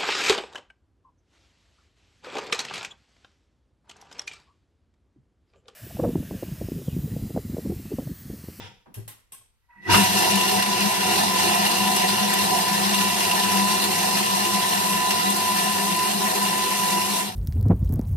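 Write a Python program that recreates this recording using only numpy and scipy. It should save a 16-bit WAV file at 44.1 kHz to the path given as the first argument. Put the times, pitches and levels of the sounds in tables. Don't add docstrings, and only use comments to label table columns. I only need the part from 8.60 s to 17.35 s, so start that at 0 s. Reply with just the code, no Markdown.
import sys
import numpy as np
from scipy import signal
from scipy.fft import rfft, irfft, next_fast_len
from scipy.io import wavfile
from scipy.ndimage import uniform_filter1d, map_coordinates

SR = 44100
rng = np.random.default_rng(int(sys.argv[2]) if len(sys.argv) > 2 else 0)


def store_pcm(level_fs):
    pcm = np.round(np.clip(level_fs, -1, 1) * 32767).astype(np.int16)
    wavfile.write(sys.argv[1], SR, np.atleast_2d(pcm).T)


N = 385875
M = next_fast_len(N + SR // 2)
HZ = np.fft.rfftfreq(M, 1 / SR)
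TOP_HZ = 15800

# frequency in Hz, relative density in dB per Hz.
QUIET_COLOUR = [(15, -30), (25, 8), (69, 3), (289, -20), (523, -18), (631, -27), (703, -19), (1200, -21),
                (3930, -24), (7700, -30), (12500, -28), (15500, -39)]
QUIET_DB = -69.5
# frequency in Hz, t60 in seconds.
KITCHEN_T60 = [(200, 0.47), (2000, 0.48), (8000, 0.36), (14000, 0.24)]
# frequency in Hz, correlation.
ALIKE = [(300, 0.45), (1200, 0.31), (2000, 0.79), (3300, 0.073), (5500, 0.24), (9000, 0.39), (12000, 1),
         (15000, .5)]
# frequency in Hz, left minus right in dB.
LEAN = [(1000, -2.5), (5500, -0.5), (9000, 4), (15000, -2)]
# frequency in Hz, left's lead in radians.
LEAD = [(1000, 0), (1700, -1.5), (3100, -.4), (3960, .3), (7320, -3.5), (9650, -1.8), (11200, -.2),
        (12700, .2), (15400, 2.5)]

# frequency in Hz, relative density in dB per Hz.
SCRAPE_COLOUR = [(150, -57), (250, -14), (505, -8), (664, -18), (761, -6), (1040, -18), (1560, -10),
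                 (2160, -13), (3440, -7), (4300, -21), (5370, -14), (6050, -21), (15000, -43)]
# frequency in Hz, width in Hz, left and right relative
# level in dB, left's lead in radians. All mode tables share these columns.
RIM_MODES = [(760, 56, -8, -12, 0), (940, 67, 3, -6, 0), (1770, 30, -6, -6, 0), (1980, 53, -5, -5, 0),
             (2300, 47, -10, -11, 0), (2670, 50, -5, -5, 0), (2900, 57, -7, -7, 0), (3120, 45, -7, -8, 0),
             (3400, 130, -7, -9, 0), (3640, 60, -8, -8, 0), (5230, 140, -13, -14, 0),
             (5500, 140, -14, -15, 0)]
SLIDE_HOLD_S, SLIDE_ROUGH_DB = 0.053, 1
SCRAPE_DB, SCRAPE_DIES_DB_PER_S = -43.5, 137
BOOM_DB, BOOM_DIES_DB_PER_S = -45.5, 168
# start in seconds, level in dB, dB added to the colour below 4.5 kHz,
# dB added to it from 7.5 to 9.5 kHz, rise in seconds.
CLICKS = [(0.34, -42.5, 1.5, -7, .003), (0.4774, -41.5, 1.5, -5, .001), (0.719, -41.5, 0, 0, 0.0034)]
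# frequency in Hz, relative density in dB per Hz.
LATCH_COLOUR = [(400, -10.5), (1080, -15), (1300, -14), (2900, -12), (4200, -15), (5600, -12.5),
                (7000, -13.5), (8600, 1), (10000, -10), (11200, -1), (12500, -0.5), (13400, -10),
                (14500, -15), (15700, -22)]
CATCH_MODES = [(834, 40, -1, -3, 0), (1050, 41, 0, -2, 0), (1610, 35, -2, 0, 0), (1770, 51, -12, -12, 0),
               (1990, 60, -10, -7, 0), (2800, 84, -4, 1, 0), (3120, 50, -4, -2, 0), (3790, 72, -6, -7, 0),
               (4330, 200, -12, -12, 0)]
CATCH_DB, CATCH_T60_S = -13.5, 0.3
# start in seconds, tone level in dB, noise level in dB, frequency in Hz,
# rise in seconds, t60 in seconds.
THUMPS = [(.018, -52, -56, 3460, .006, .09), (1.344, -40, -14, 2800, 0.0027, 0.087),
          (.256, -60, -53, 955, 0.0047, 0.3), (0.264, -71, -49, 250, 0.0098, 0.34),
          (.36, -23.5, -32, 108.6, 0.02, 0.23), (.365, -39, -40.5, 391, 0.013, 0.2),
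          (.45, -40, -48, 108, 0.0091, .25), (.724, -50, -60, 1082, .008, 0.14),
          (0.788, -56, -71, 108, .01, 0.17), (.808, -57, -66, 1082, .004, .07),
          (1.14, -43, -46, 196, 0.075, 0.55), (1.35, -18, -40, 197.3, 0.046, 0.64),
          (1.08, -55, -70, 966, 0.017, .4), (1.31, -14.5, -32, 97.5, 0.033, 0.3),
          (1.31, -29, -36, 60, 0.022, 0.33), (1.332, -40, -11, 1410, 0.01, 0.19)]

# time in seconds, high whine in dB, low whine in dB.
SPIN_UP = [(1.02, -91, -93), (1.045, -76, -81), (1.082, -88, -88), (1.091, -76, -66), (1.105, -60, -63),
           (1.13, -58, -61), (1.15, -61, -59), (1.175, -52, -59), (1.222, -50, -66), (1.238, -47, -60),
           (1.248, -40, -58), (1.27, -33, -42), (1.3, -33, -21), (1.39, -45, -23.5), (1.46, -51, -34),
           (1.55, -53, -49)]
HIGH_WHINE_MODES = [(1947, 52, 9, 12, -1.8), (2570, 110, -12, -9, 0), (2200, 500, -21, -21, 0)]
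LOW_WHINE_MODES = [(955, 32, 4, 4, 0.95), (752, 20, -16, -8.5, 0), (1550, 90, -9, -7, 0.11),
                   (1256, 550, -14, -20, 0)]

# time in seconds, level of the rattle in dB.
STRIKES = [(1.12, -86), (1.2, -78), (1.235, -60), (1.262, -52), (1.291, -34.5), (1.309, -21), (1.34, -19),
           (1.42, -22.5), (1.5, -25), (1.58, -22.5), (2.15, -27), (2.27, -24.5), (2.35, -27), (2.58, -23.5),
           (2.72, -25.5), (2.85, -23.5), (3.0, -25.5), (3.2, -25), (4.2, -25.5), (5.0, -25.5), (6.1, -26.5),
           (7.35, -27.5), (8.6, -28), (8.692, -33.5), (8.75, -46)]
BITE_S, BITE_DIES_S = 1.37, 0.079
STOP_S = 8.61
RATTLE_SWELL_DB, SWELLS_PER_S = 0.47, 16
# frequency in Hz, relative density in dB per Hz.
CLATTER_COLOUR = [(40, -58), (150, -48), (310, -34), (450, -31.5), (700, -24.5), (1200, -26), (2400, -23.5),
                  (4000, -22), (6500, -25), (7200, -55), (9000, -120)]
# frequency in Hz, relative density in dB per Hz.
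FIZZ_COLOUR = [(4000, -42), (6800, -2), (7650, -2.5), (8350, 2.5), (9200, -1), (9650, 1), (10200, -2.5),
               (11300, -4), (12500, -5.5), (14400, -7), (15100, -12), (15300, -45), (15700, -50)]
SHELL_MODES = [(1422, 42, -19.5, -28, 2.2), (1570, 31, -35, -31, 1), (1762, 19, -12.5, -13, -1.1),
               (1816, 55, -19, -17, -2), (1945, 53, -15, -15.5, -2), (2220, 62, -31, -31, 2),
               (3543, 127, -18, -19.5, -2.1), (3923, 72, -18.5, -27.5, 0.5), (4250, 83, -19.5, -16.5, 1.5),
               (4920, 106, -18.5, -36, -0.5), (5535, 460, -29, -26.5, 1.1), (5680, 120, -18.5, -23, 1.5),
               (6880, 83, -28.5, -28.5, -0.5)]
TONE_BAND_MODES = [(977, 26, -4, -6.5, 0.83), (1014.3, 28, 0, 0.5, 1)]
HUM_MODES = [(173.2, 7.8, -9, -8.5, -.2), (198.2, 21.3, -3.5, -10, 0.044)]
LID_MODES = [(650.5, 39, -16, -14.5, -4), (706, 27.5, -14.5, -10.5, 1.5), (749.4, 22.7, -7.5, -5, 1.84),
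             (821, 17, -14, -13.5, 1.5), (904, 21, -15, -11, 2), (956, 47, -11, -13, 2)]
HOUSING_MODES = [(270, 19.5, -20.5, -19.5, -4), (283, 3.5, -25, -23, -0.5),
                 (339.5, 15.6, -21.5, -16.5, 0.5), (370.4, 30, -20, -18, 0.5), (403.5, 26, -17, -27.5, 1),
                 (482.6, 34, -22.5, -18, 2.5), (524, 5.8, -17.5, -20.5, 2)]
COUNTER_MODES = [(84, 27, -44, -37, 0), (101.6, 14, -18.5, -24.5, 0), (128.5, 14, -23, -29, 0)]
WALL_MODES = [(2742, 200, -10, -9, -1.2), (2830, 69, -7, -7.5, -0.64)]
# dB over the rattle, drift in dB per second as the pieces get
# smaller, extra level in dB up to the bite, dying away after it, delay in seconds (held within 0.015
# either way), random swell in dB, gain on the rattle after the stop in dB per second.
FIZZ_PART = (-4.5, .5, 2.5, 2, 0.55, -18)
TONE_BAND_PART = (-11, 0.63, 0, -2, 1.5, -75)
HUM_PART = (-9.5, 0.07, 5, 1, 1.5, 45.5)
LID_PART = (-3, -0.1, -4, -0.2, 1.67, 37.5)
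HOUSING_PART = (-8.5, -0.18, 1, -0.5, 1.55, 15)
COUNTER_PART = (-20, -0.38, 10, -0.7, 0.5, 111)
WALL_PART = (-6, -0.54, 2.5, .002, 1, -15)

# start in seconds, level in dB.
CHUNKS = [(1.2988, -18.5), (1.3956, -18), (1.653, -28.5), (1.7723, -18), (1.8087, -16), (1.8805, -22),
          (2.0227, -11), (2.2043, -14.5), (2.556, -15), (2.7445, -28), (2.8867, -22), (3.0209, -19),
          (3.0653, -15), (3.1806, -16.5), (3.2728, -16), (3.3636, -17), (3.414, -23), (3.4604, -28),
          (3.7857, -16), (4.2252, -30), (4.3424, -13), (4.4087, -13), (4.6028, -16.5), (4.6482, -15.5),
          (4.711, -13), (4.8338, -16), (4.9705, -15), (5.1206, -20), (5.1965, -18), (5.3062, -17),
          (5.5083, -18), (5.57, -14), (5.8495, -17.5), (5.9403, -20), (6.1074, -20.5), (6.2361, -30),
          (6.505, -10.5), (6.9176, -23), (7.1974, -19), (7.388, -17), (7.6191, -22), (7.7576, -17),
          (7.8499, -19), (7.9243, -33), (8.1069, -19), (8.284, -22), (8.3698, -22), (8.4157, -21)]

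# time in seconds, pitch of the 5th multiple of its pulse rate in Hz.
SPEED = [(1.38, 1002), (1.46, 978.1), (1.54, 987.7), (1.6, 1021), (1.64, 990.2), (1.74, 986.3),
         (1.83, 1001), (1.97, 993.8), (2.25, 998.7), (2.33, 1020), (2.39, 995.5), (2.57, 989.3),
         (2.66, 997.6), (2.7, 1019), (2.78, 1000), (2.84, 1009), (3.0, 992.0), (3.08, 1003), (3.26, 990.9),
         (3.39, 1012), (3.41, 998.6), (3.67, 1009), (3.75, 990.4), (3.81, 1009), (3.95, 996.8),
         (4.24, 998.7), (4.28, 1013), (4.34, 994.3), (4.6, 1009), (4.62, 993.0), (4.73, 992.1),
         (4.76, 1005), (4.93, 990.0), (5.05, 1000), (5.15, 1021), (5.19, 992.1), (5.25, 1016), (5.39, 1004),
         (5.45, 985.3), (5.49, 1004), (5.56, 999.6), (5.6, 1008), (5.78, 996.7), (5.82, 1010),
         (6.25, 990.5), (6.35, 1004), (6.67, 994.5), (6.75, 1006), (6.98, 998.7), (7.12, 1014),
         (7.18, 978.1), (7.22, 980.0), (7.26, 1000), (7.52, 1009), (7.81, 995.1), (7.87, 1008),
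         (8.4, 991.8), (8.46, 1008), (8.6, 998.6), (8.66, 1013)]
# time in seconds, level of the 5th multiple in dB, of the 1st in dB.
SINGING = [(1.38, -40, -31), (1.44, -35, -24), (1.48, -32, -46), (1.56, -45, -28), (1.64, -39, -49),
           (1.76, -34, -22.5), (1.83, -31, -34), (1.89, -42, -30), (1.97, -31, -30), (2.03, -31, -44),
           (2.09, -34, -26), (2.17, -31.5, -39), (2.27, -38, -21.5), (2.31, -37.5, -46), (2.61, -34, -33),
           (2.74, -32.5, -55), (2.86, -39, -31), (2.92, -35, -48), (2.96, -31.5, -32), (3.06, -34, -27),
           (3.12, -36, -47), (3.22, -33, -27), (3.3, -32, -40), (3.77, -37, -28), (3.93, -31.5, -44),
           (4.38, -34, -25.5), (4.46, -30, -33), (4.56, -41, -35), (4.74, -32, -49), (4.8, -35, -28),
           (4.89, -28.5, -40), (4.97, -29, -26.5), (5.41, -40, -43), (5.43, -31.5, -34), (5.62, -35, -34),
           (5.68, -31, -53), (5.74, -30.5, -27), (5.84, -35.5, -45), (5.96, -30.5, -26), (6.04, -31, -54),
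           (6.25, -32, -31), (6.63, -29.5, -45), (6.69, -28.5, -30), (6.81, -36, -35), (6.85, -31, -49),
           (6.9, -29.5, -36), (7.14, -35, -34.5), (7.46, -29, -33), (7.58, -42, -33), (7.62, -28, -33.5),
           (7.77, -37.5, -40), (7.83, -27.5, -31), (7.91, -36, -34), (7.95, -33, -50), (8.25, -30.5, -32),
           (8.29, -32, -49), (8.35, -28, -37), (8.54, -35, -31), (8.58, -31.5, -44), (8.66, -44, -32)]
# multiple, left and right gain in dB, left's lead in radians.
MULTIPLES = [(1, 2, -7, -0.1), (5, 2.5, 3.5, 1), (7, -22, -21, 2.5), (9, -14, -26, -1), (10, -19, -12, -1)]
FLUTTER_HZ, FLUTTERS_PER_S = 0.5, 18
TONE_SWELL_DB, DRIFT_RAD = 1.2, 0.4
HUM_SURGE_DB, HUM_SLIP_RAD = 1.5, 0.6

# start in seconds, peak level in dB.
SNAPS = [(1.5248, -17), (1.5881, -12), (1.7562, -14), (2.3499, -18), (2.535, -18), (3.1137, -15),
         (3.1516, -17), (3.3616, -10), (3.6834, -20), (3.7357, -10), (4.1478, -19), (4.3414, -21),
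         (5.6429, -21), (5.9387, -20), (6.2755, -20), (6.7015, -11.5), (6.7629, -14), (7.3615, -16),
         (7.6763, -17), (7.8281, -14), (8.46, -20), (8.5413, -17)]
SNAP_T60_S, SNAP_CREST_DB = 0.049, 8


def amp(db):
    return 10 ** (np.asarray(db) / 20)


def unit(x):
    return x / np.sqrt(np.mean(x ** 2) + 1e-20)


def along(points, hz):
    f, v = np.transpose(points)
    return np.interp(np.log(hz + 1), np.log(f + 1), v)


def curves(rows):
    s, *cols = np.transpose(rows)
    t = np.arange(N) / SR
    return [np.interp(t, s, c) for c in cols] + [(t >= s[0]) & (t <= s[-1])]


def wobble(rate):
    knots = rng.standard_normal(int(N * rate / SR) + 4)
    return map_coordinates(knots, [np.arange(N) * rate / SR])


def chance(*shape):
    shape = (*shape, len(HZ))
    return rng.standard_normal(shape) + 1j * rng.standard_normal(shape)


def ringing(modes, stray=0.45, steep=1.57):
    out = np.zeros((2, len(HZ)), complex)
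    for hz, width, left_db, right_db, lead in modes:
        near = slice(*np.searchsorted(HZ, [hz / 3, 2 * hz + 500]))
        f = HZ[near]
        resonance = (f * width / (hz * hz - f * f + 1j * f * width)) ** steep
        common, left, right = rng.standard_normal((3, len(f))) + 1j * rng.standard_normal((3, len(f)))
        sides = amp([left_db, right_db]) * np.exp([0.5j * lead, -0.5j * lead])
        out[:, near] += resonance * (common + stray * np.array([left, right])) * sides[:, None]
    return out


def rush(colour):
    a, b = chance(2) * amp(along(colour, HZ))
    turn = np.arccos(np.clip(along(ALIKE, HZ), -1, 1)) / 2
    lean = amp(along(LEAN, HZ) / 2) * np.exp(0.5j * along(LEAD, HZ))
    uneven = rng.standard_normal((2, len(HZ)))
    uneven = unit(uniform_filter1d(uniform_filter1d(uneven, size=90), size=90))
    comb = amp(along([(2500, 3.36), (6000, 2.6)], HZ) * uneven)
    left = (a * np.cos(turn) + b * np.sin(turn)) * lean
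    right = (a * np.cos(turn) - b * np.sin(turn)) / lean
    return comb * np.array([left, right])


def sound(spectrum):
    return unit(irfft(spectrum, M)[:, :N])


def even(x, span):
    size = round(span * SR)
    power = uniform_filter1d(uniform_filter1d(np.mean(x ** 2, axis=0), size), size)
    return unit(x / np.sqrt(np.abs(power) + 0.065))


def patchy(x, patch_db):
    z = signal.stft(x, nperseg=512)[2]
    field = rng.standard_normal(z.shape[1:])
    field = uniform_filter1d(uniform_filter1d(field, 8, 0), 6, 1)
    return unit(signal.istft(z * amp(patch_db * unit(field)), nperseg=512)[1][:, :N])


def hail(rate, spread_db, life):
    blows = (rng.random(N) < rate / SR) * amp(spread_db * rng.exponential(size=N)) ** 2
    power = signal.lfilter([1], [1, -np.exp(-1 / (life * SR))], blows)
    return unit(np.sqrt(power + 2.7 * power.mean()))


def bursts(events, t60, rise):
    out, t = np.zeros(N + SR), np.arange(SR // 8) / SR
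    for s, db in events:
        out[round(s * SR):][:len(t)] += amp(db - 60 * t / t60) * (1 - np.exp(-t / rise))
    return out[:N]


def still_kitchen():
    return amp(QUIET_DB) * sound(rush(QUIET_COLOUR))


def room_burst(colour, crack_db):
    hz, t, z = signal.stft(rng.standard_normal((2, SR // 2)), SR, nperseg=256)
    uneven_db = 3.5 * rng.standard_normal((len(hz), 1))
    decay_db = -60 * t / along(KITCHEN_T60, hz)[:, None]
    level_db = along(colour, hz)[:, None] + uneven_db + decay_db
    tail = signal.istft(z * amp(level_db), SR, nperseg=256)[1][:, :SR // 2]
    tail = tail / np.std(tail[:, :SR // 50])
    crack = amp(crack_db - 60 * np.arange(SR // 2) / SR / 0.026)
    return tail * (1 + crack)


def lid_slide():
    dying = np.maximum(np.arange(N) / SR - SLIDE_HOLD_S, 0)
    scrape_db = SCRAPE_DB - SCRAPE_DIES_DB_PER_S * dying + SLIDE_ROUGH_DB * wobble(90)
    scrape = amp(scrape_db) * sound(rush(SCRAPE_COLOUR) + amp(-4) * ringing(RIM_MODES))
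    low_rings = even(sound(ringing(COUNTER_MODES) + amp(-24) * ringing(HUM_MODES)), span=0.026)
    return scrape + amp(BOOM_DB - BOOM_DIES_DB_PER_S * dying) * low_rings


def thumps():
    out, t = np.zeros((2, N + SR)), np.arange(SR // 2) / SR
    for s, tone_db, noise_db, hz, rise, t60 in THUMPS:
        band = signal.butter(1, [hz * 0.53, hz * 1.4], "bandpass", fs=SR, output="sos")
        noise = rng.standard_normal((2, len(t)))
        puff = unit(signal.sosfilt(band, signal.sosfilt(band, noise)))
        tone = np.sin(2 * np.pi * hz * t) * amp([[2.5], [-2.5]])
        shape = amp(-60 * t / t60) * (1 - np.exp(-(t / rise) ** 2))
        out[:, round(s * SR):][:, :len(t)] += shape * (amp(tone_db) * tone + amp(noise_db) * puff)
    return out[:, :N]


def latch_clicks():
    out, t = np.zeros((2, N + SR)), np.arange(SR // 2) / SR
    jitter = hail(rate=300, spread_db=1, life=0.004)
    rings = sound(ringing(CATCH_MODES))
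    for s, db, low_db, ping_db, rise in CLICKS:
        start = round(s * SR)
        colour = [(hz, level + low_db * (hz < 4500) + ping_db * (7500 < hz < 9500))
                  for hz, level in LATCH_COLOUR]
        burst = room_burst(colour, crack_db=-1)
        body = amp(CATCH_DB + low_db - 60 * t / CATCH_T60_S) * rings[:, start:][:, :len(t)]
        shape = (1 - np.exp(-(t / rise) ** 2)) * jitter[start:][:len(t)]
        out[:, start:start + len(t)] += amp(db) * (burst + body) * shape
    return out[:, :N]


def motor_start():
    high_db, low_db, on = curves(SPIN_UP)
    high = amp(high_db) * even(sound(ringing(HIGH_WHINE_MODES)), span=0.025)
    low = amp(low_db) * even(sound(ringing(LOW_WHINE_MODES)), span=0.037)
    return on * (high + low)


def shaken(over_db, drift, bite_db, late, swell_db, outlasts):
    t = np.arange(N) / SR
    s, strikes_db = np.transpose(STRIKES)
    since = np.maximum(t - BITE_S, 0)
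    late = np.clip(late, -0.015, 0.015)
    start = np.where(t < BITE_S + late, t - late, np.maximum(t, BITE_S))
    level_db = np.interp(start, s, strikes_db) + over_db + drift * since
    level_db = level_db + bite_db * np.exp(-since / BITE_DIES_S)
    level_db = level_db + outlasts * np.maximum(t - STOP_S, 0)
    return (t >= s[0]) * amp(level_db + swell_db * wobble(SWELLS_PER_S))


def chopping():
    blows = hail(rate=260, spread_db=1.65, life=0.0069) * amp(RATTLE_SWELL_DB * wobble(SWELLS_PER_S))
    rattle = blows * patchy(sound(rush(CLATTER_COLOUR) + ringing(SHELL_MODES)), patch_db=1.6)
    fizz = blows * patchy(sound(rush(FIZZ_COLOUR)), patch_db=1.0)
    tone_band = even(sound(ringing(TONE_BAND_MODES, stray=0.51, steep=1.68)), span=0.029)
    hum = even(sound(ringing(HUM_MODES, stray=0.16)), span=0.29)
    lid = even(sound(ringing(LID_MODES, stray=0.7, steep=1.65)), span=0.12)
    housing = sound(ringing(HOUSING_MODES, stray=0.34, steep=1.65))
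    counter = even(sound(ringing(COUNTER_MODES, stray=0.19)), span=0.24)
    wall = unit(blows * sound(ringing(WALL_MODES, steep=1.85)))
    out = shaken(0, 0, 0, 0, 0, 0) * unit(rattle) + shaken(*FIZZ_PART) * unit(fizz)
    out = out + shaken(*TONE_BAND_PART) * tone_band + shaken(*HUM_PART) * hum
    out = out + shaken(*LID_PART) * lid + shaken(*HOUSING_PART) * housing
    return out + shaken(*COUNTER_PART) * counter + shaken(*WALL_PART) * wall


def chunks():
    colour = rush(CLATTER_COLOUR) + ringing(WALL_MODES + SHELL_MODES) + amp(-24.5) * rush(FIZZ_COLOUR)
    return bursts(CHUNKS, t60=0.049, rise=0.0031) * sound(colour)


def motor_running():
    fifth_hz, on = curves(SPEED)
    fifth_db, first_db, _ = curves(SINGING)
    pulse_hz = fifth_hz / 5 + FLUTTER_HZ * wobble(FLUTTERS_PER_S)
    phase = 2 * np.pi * np.cumsum(pulse_hz) / SR
    out = np.zeros((2, N))
    for k, left_db, right_db, lead in MULTIPLES:
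        swell_db = TONE_SWELL_DB * np.array([wobble(SWELLS_PER_S), wobble(SWELLS_PER_S)])
        level_db = (first_db if k == 1 else fifth_db) + swell_db
        apart = lead + DRIFT_RAD * np.sqrt(k) * wobble(SWELLS_PER_S / 2)
        slip = 0
        if k == 1:
            level_db = level_db + HUM_SURGE_DB * wobble(2 * SWELLS_PER_S)
            slip = HUM_SLIP_RAD * wobble(SWELLS_PER_S)
        tone = np.sin(k * phase + slip + np.array([[0.5], [-0.5]]) * apart)
        out += amp(level_db) * amp([[left_db], [right_db]]) * tone
    fade = uniform_filter1d(on * 1.0, size=2000)
    return np.sqrt(2) * fade * out


def snaps():
    mean_levels = [(s, db - SNAP_CREST_DB) for s, db in SNAPS]
    return bursts(mean_levels, SNAP_T60_S, rise=0.001) * sound(rush(FIZZ_COLOUR))


def scene():
    lid = lid_slide() + thumps() + latch_clicks()
    machine = motor_start() + chopping() + chunks() + motor_running() + snaps()
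    return still_kitchen() + lid + machine


def record(dry):
    return irfft(rfft(dry, M) * (HZ < TOP_HZ), M)[:, :N]


dry = scene()
out = record(dry)
store_pcm(out)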